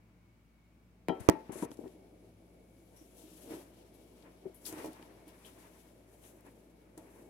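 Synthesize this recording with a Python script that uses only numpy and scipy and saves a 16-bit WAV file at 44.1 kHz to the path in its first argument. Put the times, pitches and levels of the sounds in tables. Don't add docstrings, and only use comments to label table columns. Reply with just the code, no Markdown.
import sys
import numpy as np
from scipy import signal
from scipy.fft import rfft, irfft, next_fast_len
from scipy.io import wavfile
from scipy.ndimage import uniform_filter1d

SR = 44100
rng = np.random.default_rng(int(sys.argv[2]) if len(sys.argv) > 2 else 0)


def transcribe(u):
    v = np.clip(np.atleast_2d(u).T, -1, 1)
    q = np.round(v * 32767).astype(np.int16)
    wavfile.write(sys.argv[1], SR, q)


def invert_db(x):
    u = np.asarray(x, float) / 20
    return 10 ** u


N = 321489
TIME = np.arange(N) / SR
FADE_DB = 20

# frequency_hz, likeness (0 to 1)
LIKENESS = [(60, 0.4), (300, 1), (640, 0.37), (1300, 0), (16000, 0)]
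# frequency_hz, relative_density_db (per Hz)
ROOM_COLOUR = [(20, -47.5), (40, -22), (70, -12), (110, -9), (176, -10.5), (230, -11.5), (330, -13.5),
               (419, -33), (775, -24.5), (1300, -26.5), (1890, -30), (2240, -27), (3310, -35.5),
               (8000, -41), (11000, -41), (15800, -42.5)]
# frequency_hz, level_db (rms, before lift and wavering), waver_db (signed)
HUM_LINES = [(56.8, -69, 0.15), (108.3, -74, 2.5), (178, -72.5, 1.5), (225, -79, 1), (2206, -92, 4.5),
             (2270, -90.5, -1.5)]
# time_s, lift_db
HUM_LIFT = [(0, -0.5), (1.2, 1), (1.4, 1.5), (7.29, 0)]
# frequency_hz, relative_level_db, t60_s (before contact changes it)
FITTING_MODES = [(105, -5, 0.09), (179.8, 1, 0.092), (255, -4.5, 0.16), (315, 0, 0.14), (377, -3, 0.2),
                 (456.4, -4.5, 0.14), (564.5, -7, 0.077), (648, -7, 0.13), (764, -14, 0.24),
                 (875, -13, 0.32), (956, -9, 0.11), (1038, -20, 0.093), (1113, -26.5, 0.38),
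                 (1328, -19, 0.151), (1636, -16, 0.033), (1880, -22, 0.13), (2012, -21, 0.047),
                 (2380, -19, 0.0592), (2800, -29.5, 0.0735)]
# time_s, low_modes_db, upper_modes_db
REST_LEVELS = [(0, -74, -79), (.5, -77, -92), (1.02, -71, -99), (1.45, -61, -76), (2.0, -62, -81),
               (2.8, -64, -94), (3.3, -60.5, -76), (4.5, -62.5, -80), (5.3, -61, -69), (6.0, -63.5, -75.5),
               (6.35, -60, -74.5), (6.75, -65, -81), (7.29, -57.5, -74.5)]
# peak_s, rise_s, fall_s, low_modes_db, upper_modes_db
SHOVES = [(1.13, 0.033, 0.26, -48.5, -58.5), (1.205, 0.036, 0.1, -52, -55.5),
          (1.304, 0.036, 0.1, -45, -48.5), (1.37, 0.031, 0.12, -48.5, -60.5),
          (1.52, 0.041, 0.27, -51.5, -60), (1.6, 0.17, 0.13, -50.5, -54), (1.81, 0.047, 0.12, -51.5, -72),
          (1.869, .08, 0.1, -62.5, -70), (2.95, .06, 0.24, -74, -74), (3.525, 0.097, .22, -47.5, -59),
          (3.62, 0.053, 0.027, -70, -66), (4.27, .1, 0.11, -64.5, -66.5), (4.46, 0.027, 0.1, -52, -69.5),
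          (4.67, 0.06, .3, -62, -61.5), (4.79, 0.14, 0.26, -47, -52.5), (4.87, 0.26, 0.092, -51, -61),
          (5.03, .04, .2, -78, -63.5), (5.466, 0.055, 0.08, -58.5, -60), (5.68, 0.57, 0.059, -61.5, -67),
          (6.245, 0.064, .3, -63, -68.5), (6.475, 0.054, 0.074, -56, -66.5), (6.98, 0.013, .15, -58, -68),
          (7.17, 0.41, 0.22, -65.5, -67.5)]
# start_s, level_db (nearer port), left_minus_right_db, swing_hz,
# cycles (decay scale), first_swing (-1 in, 1 out)
JOLTS = [(1.2876, -1, -17, 350, 1.25, -1), (1.2964, -10, -16, 650, 1.1, 1), (1.0846, -20, -8, 750, 1.2, 1)]
# start_s, level_db (6 dB above onset rms), left_minus_right_db, centre_hz,
# decay_ms (to 1/e)
TICKS = [(1.085, -30, 12.5, 4080, 0.33), (1.204, -55, 27, 9100, 5.7), (1.288, -21.5, -13.5, 6200, 1.1),
         (1.2885, -19, -24, 1052, 2.4), (1.2899, -31.5, -15, 5540, 1.5), (1.2975, -20.5, 8.5, 8500, 0.72),
         (1.5212, -55, 20.5, 9600, 3.6), (1.716, -42.5, -11, 2460, 0.49), (1.7709, -57, -5, 6200, 3),
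         (1.494, -56, 2, 1290, 1.7), (1.624, -44, -2, 1900, 2.2), (1.8786, -56, -8, 3160, 1.2),
         (2.9637, -62.5, 14, 10740, 21), (2.964, -64, 7, 5770, 73), (3.509, -49, 9, 2200, 3),
         (3.94, -67, 14.5, 11500, 28), (4.2248, -56, 9, 3600, 4.5), (4.263, -61, 8, 1970, 3.5),
         (4.5441, -55.5, 11.5, 11400, 30), (4.653, -46, 7.5, 4900, 24), (4.7256, -42, 12, 8600, 3),
         (4.8464, -48, 11, 8060, 3.3), (4.8594, -46, 13, 13000, 3), (4.9316, -51, 14, 10000, 2.2),
         (4.995, -56, 7, 1200, 2.2), (5.026, -51, 11, 3800, 1.4), (5.2794, -52.5, 9, 11400, 9),
         (5.447, -56, 6, 3180, 30), (6.238, -59, 7, 3150, 15), (6.4073, -59, 8.5, 11200, 2.7),
         (6.4657, -60, 12, 10200, 4.3), (6.977, -45.5, 12, 9200, 4)]
# start_s, peak_db (before high-pass), left_minus_right_db,
# favoured_mode_hz, brightness_db (per octave), ring_factor (on t60)
KNOCKS = [(1.0852, -24, 13.5, 306, 0.5, 0.37), (1.0937, -21.5, 10, 513, -1, 0.75),
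          (1.096, -32.5, 1, 875, -4, 0.2), (1.122, -31, 12, 377, 0, 0.61),
          (1.125, -37, 6.5, 1328, -19, 1.5), (1.201, -37.5, 13, 105, -9, 0.59),
          (1.288, -12.5, -14.5, 174, -4, 0.18), (1.289, -17, 7, 315, -8, 0.7),
          (1.298, -32.5, 6, 1880, -2.5, 1.6), (1.2995, -25, 12, 340, 0.5, 0.75),
          (1.335, -32, 9, 315, -5, .48), (1.352, -38.5, 15, 875, -12, 0.73),
          (1.494, -31.5, 8, 338, -3.5, 0.48), (1.525, -38, 13, 255, 3, 0.29),
          (1.556, -35, 8, 354, -1.5, 0.51), (1.623, -25.5, 0, 238, -11, 0.29),
          (1.625, -32, 11.5, 990, -4, 0.67), (1.633, -31, 10, 431, -11, 0.3),
          (1.653, -32, 2, 435, -1, 0.43), (1.704, -44, 13, 269, -6, 0.36),
          (1.716, -39.5, -0.5, 105, 0, 0.18), (1.79, -34.5, 12, 315, -5, 0.23),
          (1.838, -38, 7.5, 262, -3.5, 0.48), (1.858, -37.5, 6, 379, -7, 0.66),
          (4.4548, -34.5, 9, 375, -21, 0.45)]
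# start_s, peak_db (before high-pass),
# brightness_db (per octave), ring_factor (on t60)
TAPS = [(2.944, -58, -12, 0.54), (3.012, -47, -8, 0.55), (3.237, -49.5, -10.5, 0.95),
        (3.316, -51.5, -15, 2), (3.457, -48.5, -12, 2.5), (3.507, -34, -3.5, 0.72),
        (3.538, -37.5, -4, 0.78), (4.687, -44.5, -1.5, .84), (4.726, -36.5, -4, 1.1),
        (4.768, -40, -2, 0.71), (4.787, -37, 1, 0.45), (4.844, -29.5, 1, 0.92), (4.881, -40, -2, 1.1),
        (4.997, -45, 5.5, 0.21), (5.026, -46, 7, 0.34), (5.27, -47.5, -7, 1.1), (6.9744, -41, 3, 1.1)]
# frequency_hz, relative_density_db (per Hz)
DULL_COLOUR = [(2000, -12), (2700, -3), (3200, -2.5), (4500, -6), (5800, -6), (7000, -21.5)]
BRIGHT_COLOUR = [(4500, -36.5), (5800, -10), (7300, -7.5), (9000, -7), (10000, -4.5), (11300, -3.5),
                 (12000, -9), (13000, -36.5)]
AIRY_COLOUR = [(11000, -37), (12200, -1), (14000, -4.5), (15800, -12)]
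# peak_s, rise_s, fall_s, level_db (bright core), dull_share_db (relative)
SWISHES = [(1.09, 0.011, 0.036, -70, 9), (1.3, 0.011, 0.079, -68, 6.5), (1.15, .1, 0.35, -80, 3),
           (1.4, .3, 1.6, -80, 4), (1.77, 0.056, 0.49, -75, -6), (1.86, 0.12, 0.058, -76.5, -1),
           (2.97, 0.024, .12, -69, -5), (3.02, .06, 0.093, -72, -9.5), (3.17, 0.089, 1.1, -69, -11),
           (3.28, 0.17, 0.22, -75, 7), (3.42, 0.85, 0.32, -65, -5.5), (3.525, 0.13, 0.16, -59, -2),
           (3.6, .1, 0.055, -74, -1), (3.78, 0.28, 0.44, -76.5, 3.5), (3.95, 0.044, 0.49, -73.5, -2),
           (4.22, 0.48, 0.17, -77, -1), (4.4, 1.1, 1.5, -79.5, 1.5), (4.555, 0.027, .15, -75.5, -7),
           (4.62, .06, 0.08, -68, -13), (4.664, 0.022, 0.085, -44.5, -8.5), (4.78, 0.19, .3, -62.5, -1.5),
           (4.86, 0.24, 0.086, -62.5, -2), (4.93, .08, 0.93, -72.5, 1), (5.29, 0.031, 0.064, -68.5, 1),
           (5.36, 0.14, 0.45, -73, -5), (5.465, 0.068, 0.15, -63.5, -3.5), (5.6, 0.32, 0.58, -69.5, -3.5),
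           (5.8, .2, 0.29, -70.5, -4.5), (6.12, 0.095, 0.39, -73, -9), (6.25, 0.12, 0.2, -64, -8.5),
           (6.47, 0.15, 0.14, -74, -3.5), (6.57, .1, 0.32, -78, -7.5), (6.8, 2.6, 1.2, -85, -1),
           (6.985, 0.026, 0.11, -66.5, -4), (7.15, .3, 0.82, -71.5, -7.5)]
# start_s, length_s, end_level_db (bright core),
# swell_db (end minus start), dull_share_db (relative)
SCRAPES = [(1.198, 0.076, -76, -5, -4.5), (1.52, 0.13, -59, 4, -10), (1.708, 0.037, -73.5, 1, -7.5)]
# frequency_hz, initial_level_db (rms), t60_s
CLINK_MODES = [(2853, -68, .15), (3005, -54, .14), (3130, -60, .12), (3176, -52, .22), (3332, -64, .12),
               (3914, -62, .14), (4790, -70, .14)]
# frequency_hz, relative_density_db (per Hz)
THIN_HISS_COLOUR = [(9000, -30), (9700, -1.5), (11400, 0.5), (12000, -29)]
# start_s, end_s
THIN_HISS_SPAN = (1.7, 3.05)


def curve(rows):
    s, *columns = np.transpose(rows)
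    return [np.interp(TIME, s, c) for c in columns]


def over_hz(rows, hz):
    f, v = np.transpose(rows)
    return np.interp(np.log(hz + 1), np.log(f), v)


def sides(pan_db):
    return invert_db(np.array([pan_db, -pan_db]) / 2)


def unit(x):
    return x / np.sqrt(np.mean(x ** 2))


def walk(rate):
    k = int(SR / rate)
    steps = np.repeat(rng.standard_normal(N // k + 1), k)
    return unit(uniform_filter1d(uniform_filter1d(steps, k), k)[:N])


def pair(gain_of_hz):
    size = next_fast_len(N)
    hz = np.arange(size // 2 + 1) * SR / size
    like = np.clip(over_hz(LIKENESS, hz), 0, 1)
    mid, side = rfft(rng.standard_normal((2, size))) * gain_of_hz(hz)
    mid = mid * np.sqrt(1 + like)
    side = side * np.sqrt(1 - like)
    return unit(irfft([mid + side, mid - side], size)[:, :N])


def add(out, s, sound):
    i = int(s * SR)
    out[:, i:i + sound.shape[1]] += sound[:, :N - i]


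def swell(s, rise_s, fall_s):
    coarse = TIME[::16]
    distance = np.maximum((s - coarse) / rise_s, (coarse - s) / fall_s)
    return np.repeat(invert_db(-FADE_DB * distance), 16)[:N]


def blend(gains):
    return np.sqrt(sum(g ** 2 for g in gains))


def room():
    air = invert_db(-68.5) * pair(lambda hz: invert_db(over_hz(ROOM_COLOUR, hz)))
    hum = 0
    for hz, db, waver_db in HUM_LINES:
        level = np.sqrt(2) * invert_db(db + waver_db * walk(8.7))
        phase = 0.42 * waver_db * walk(33)
        hum = hum + level * np.sin(2 * np.pi * hz * TIME + phase)
    return (air + hum * invert_db(curve(HUM_LIFT)[0])) * sides(1.2)[:, None]


def slide():
    shapes = [swell(s, rise, fall) for s, rise, fall, *_ in SHOVES]
    gains = []
    for rest_db, shove_db in zip(curve(REST_LEVELS), np.transpose(SHOVES)[3:]):
        gains.append(blend([invert_db(rest_db)] + [invert_db(db) * g for db, g in zip(shove_db, shapes)]))
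    low_gain, upper_gain = gains

    def modes(group, bright_db, damping):
        def gain(hz):
            power = 0
            for f, db, t60 in group:
                level = invert_db(db + bright_db * np.log2(f / 300))
                power = power + level ** 2 / (1 + ((hz - f) * t60 / damping) ** 2) ** 2
            return np.sqrt(power)
        return gain

    low = pair(modes(FITTING_MODES[2:10], bright_db=0.5, damping=8.6))
    upper = pair(modes(FITTING_MODES[9:], bright_db=0.0, damping=18.3))
    low = low * low_gain * invert_db(1.5 * walk(25))
    upper = upper * upper_gain * invert_db(2.04 * walk(40))
    return (low + upper) * sides(2)[:, None]


def jolts():
    out, t = np.zeros((2, N)), np.arange(int(SR / 20)) / SR
    for s, db, pan_db, hz, cycles, way in JOLTS:
        swing = way * np.sin(2 * np.pi * hz * t)
        pointed = .25 * swing + .75 * swing ** 7
        pulse = pointed * np.exp(-(t * hz / cycles) ** 4)
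        far_cut = invert_db(np.minimum([pan_db, -pan_db], 0))[:, None]
        add(out, s, invert_db(db) * far_cut * pulse)
    return signal.sosfilt(signal.butter(1, 60, "high", fs=SR, output="sos"), out)


def ticks():
    out, t = np.zeros((2, N)), np.arange(4096) / SR
    hz = np.arange(2049) * SR / 4096
    noises = rng.standard_normal((len(TICKS), 2, 4096))
    for (s, db, pan_db, centre_hz, ms), noise in zip(TICKS, noises):
        octaves = np.log2((hz + 1) / centre_hz)
        slope_db = np.where(octaves > 0, -13., 8.) * (0.66 + ms / 8)
        colour = invert_db(slope_db * octaves)
        shape = np.exp(-t * 1000 / ms) + invert_db(-38) * np.exp(-t / 0.004)
        sound = irfft(rfft(noise) * colour) * shape
        onset_rms = np.sqrt(np.mean(sound[:, :32] ** 2))
        add(out, s, invert_db(db) * sides(pan_db)[:, None] * sound / onset_rms / 2)
    return out


def knocks():
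    out, t = np.zeros((2, N)), np.arange(int(SR / 2)) / SR
    hz, mode_db, t60 = (c[:, None] for c in np.transpose(FITTING_MODES))
    taps = [(s, db, -1, 320, bright_db, ring) for s, db, bright_db, ring in TAPS]
    blows = KNOCKS + taps
    chance = rng.standard_normal((len(blows), 3, len(FITTING_MODES), 1))
    apart = np.arccos(np.clip(over_hz(LIKENESS, hz), 0, 1))
    for (s, db, pan_db, spot_hz, bright_db, ring), (size, turn, step) in zip(blows, chance):
        octaves = np.log2(hz / spot_hz)
        slope_db = np.where(octaves > 0, bright_db, 4.5) * octaves
        favour_db = 8.7 * np.exp(-(octaves / 0.081) ** 2)
        gain = invert_db(mode_db + slope_db + favour_db) * invert_db(1.5 * size)
        decay = np.exp(-np.log(1000) * t / (t60 * max(ring, .05)))
        rise_rate = np.minimum(hz, spot_hz * 0.84) * 8.4 * invert_db(.7 * min(bright_db, 0))
        envelope = gain * decay * (1 - np.exp(-t * rise_rate)) ** 2
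        phase = 2 * np.pi * hz * t + np.pi + 0.78 * turn
        offset = apart * step / 2
        sound = np.array([(envelope * np.sin(phase + side * offset)).sum(0) for side in (1, -1)])
        add(out, s, invert_db(db) * sides(pan_db)[:, None] * sound / np.abs(sound).max())
    return signal.sosfilt(signal.butter(2, 80, "high", fs=SR, output="sos"), out)


def rustle():
    # gain, dull share dB, airy share dB, left minus right dB
    strokes = []
    for s, rise, fall, db, dull_db in SWISHES:
        strokes.append((invert_db(db) * swell(s, rise, fall), dull_db, -5, 8.5))
    edge_s = .025
    for s, length, db, swell_db, dull_db in SCRAPES:
        corners_s = [s - edge_s / 4, s, s + length, s + length + edge_s]
        corners_db = [-120, db - swell_db, db, db - 2 * FADE_DB]
        db_now = np.interp(TIME, corners_s, corners_db, right=-120)
        strokes.append((invert_db(db_now), dull_db, -14, 23))
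    stir = invert_db(-85 + 1.5 * walk(7.8)) * (TIME > 1.2)
    strokes.append((stir, -1, -10, 3.5))

    power = np.array([g ** 2 for g, *_ in strokes])
    dull_db, airy_db, pan_db = (np.array(c) for c in list(zip(*strokes))[1:])
    sound = 0
    for colour, share_db in ((DULL_COLOUR, dull_db), (BRIGHT_COLOUR, 0), (AIRY_COLOUR, airy_db)):
        gain = np.sqrt((sides(pan_db) * invert_db(share_db)) ** 2 @ power)
        sound = sound + pair(lambda hz: invert_db(over_hz(colour, hz))) * gain
    return sound * invert_db(1.2 * walk(60))


def clink():
    out, t = np.zeros((2, N)), np.arange(int(SR / 2)) / SR
    ring = 0
    for hz, db, t60 in CLINK_MODES:
        decay = np.exp(-np.log(1000) * t / t60)
        ring = ring + invert_db(db) * decay * np.sin(2 * np.pi * hz * t)
    add(out, 1.0925, np.sqrt(2) * ring * sides(3.2)[:, None])
    return out


def thin_hiss():
    start, end = THIN_HISS_SPAN
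    hiss = invert_db(-87.5) * pair(lambda hz: invert_db(over_hz(THIN_HISS_COLOUR, hz)))
    return hiss * ((TIME > start) & (TIME < end)) * sides(5.)[:, None]


def scene():
    return room() + slide() + jolts() + ticks() + knocks() + rustle() + clink() + thin_hiss()


def roll_off(x):
    return signal.sosfilt(signal.butter(12, 16530, fs=SR, output="sos"), x)


def record(dry):
    low_pass = signal.ellip(8, .2, 70, 15800, fs=SR, output="sos")
    mix = signal.sosfilt(low_pass, dry)
    return roll_off(mix)


dry = scene()
out = record(dry)
transcribe(out)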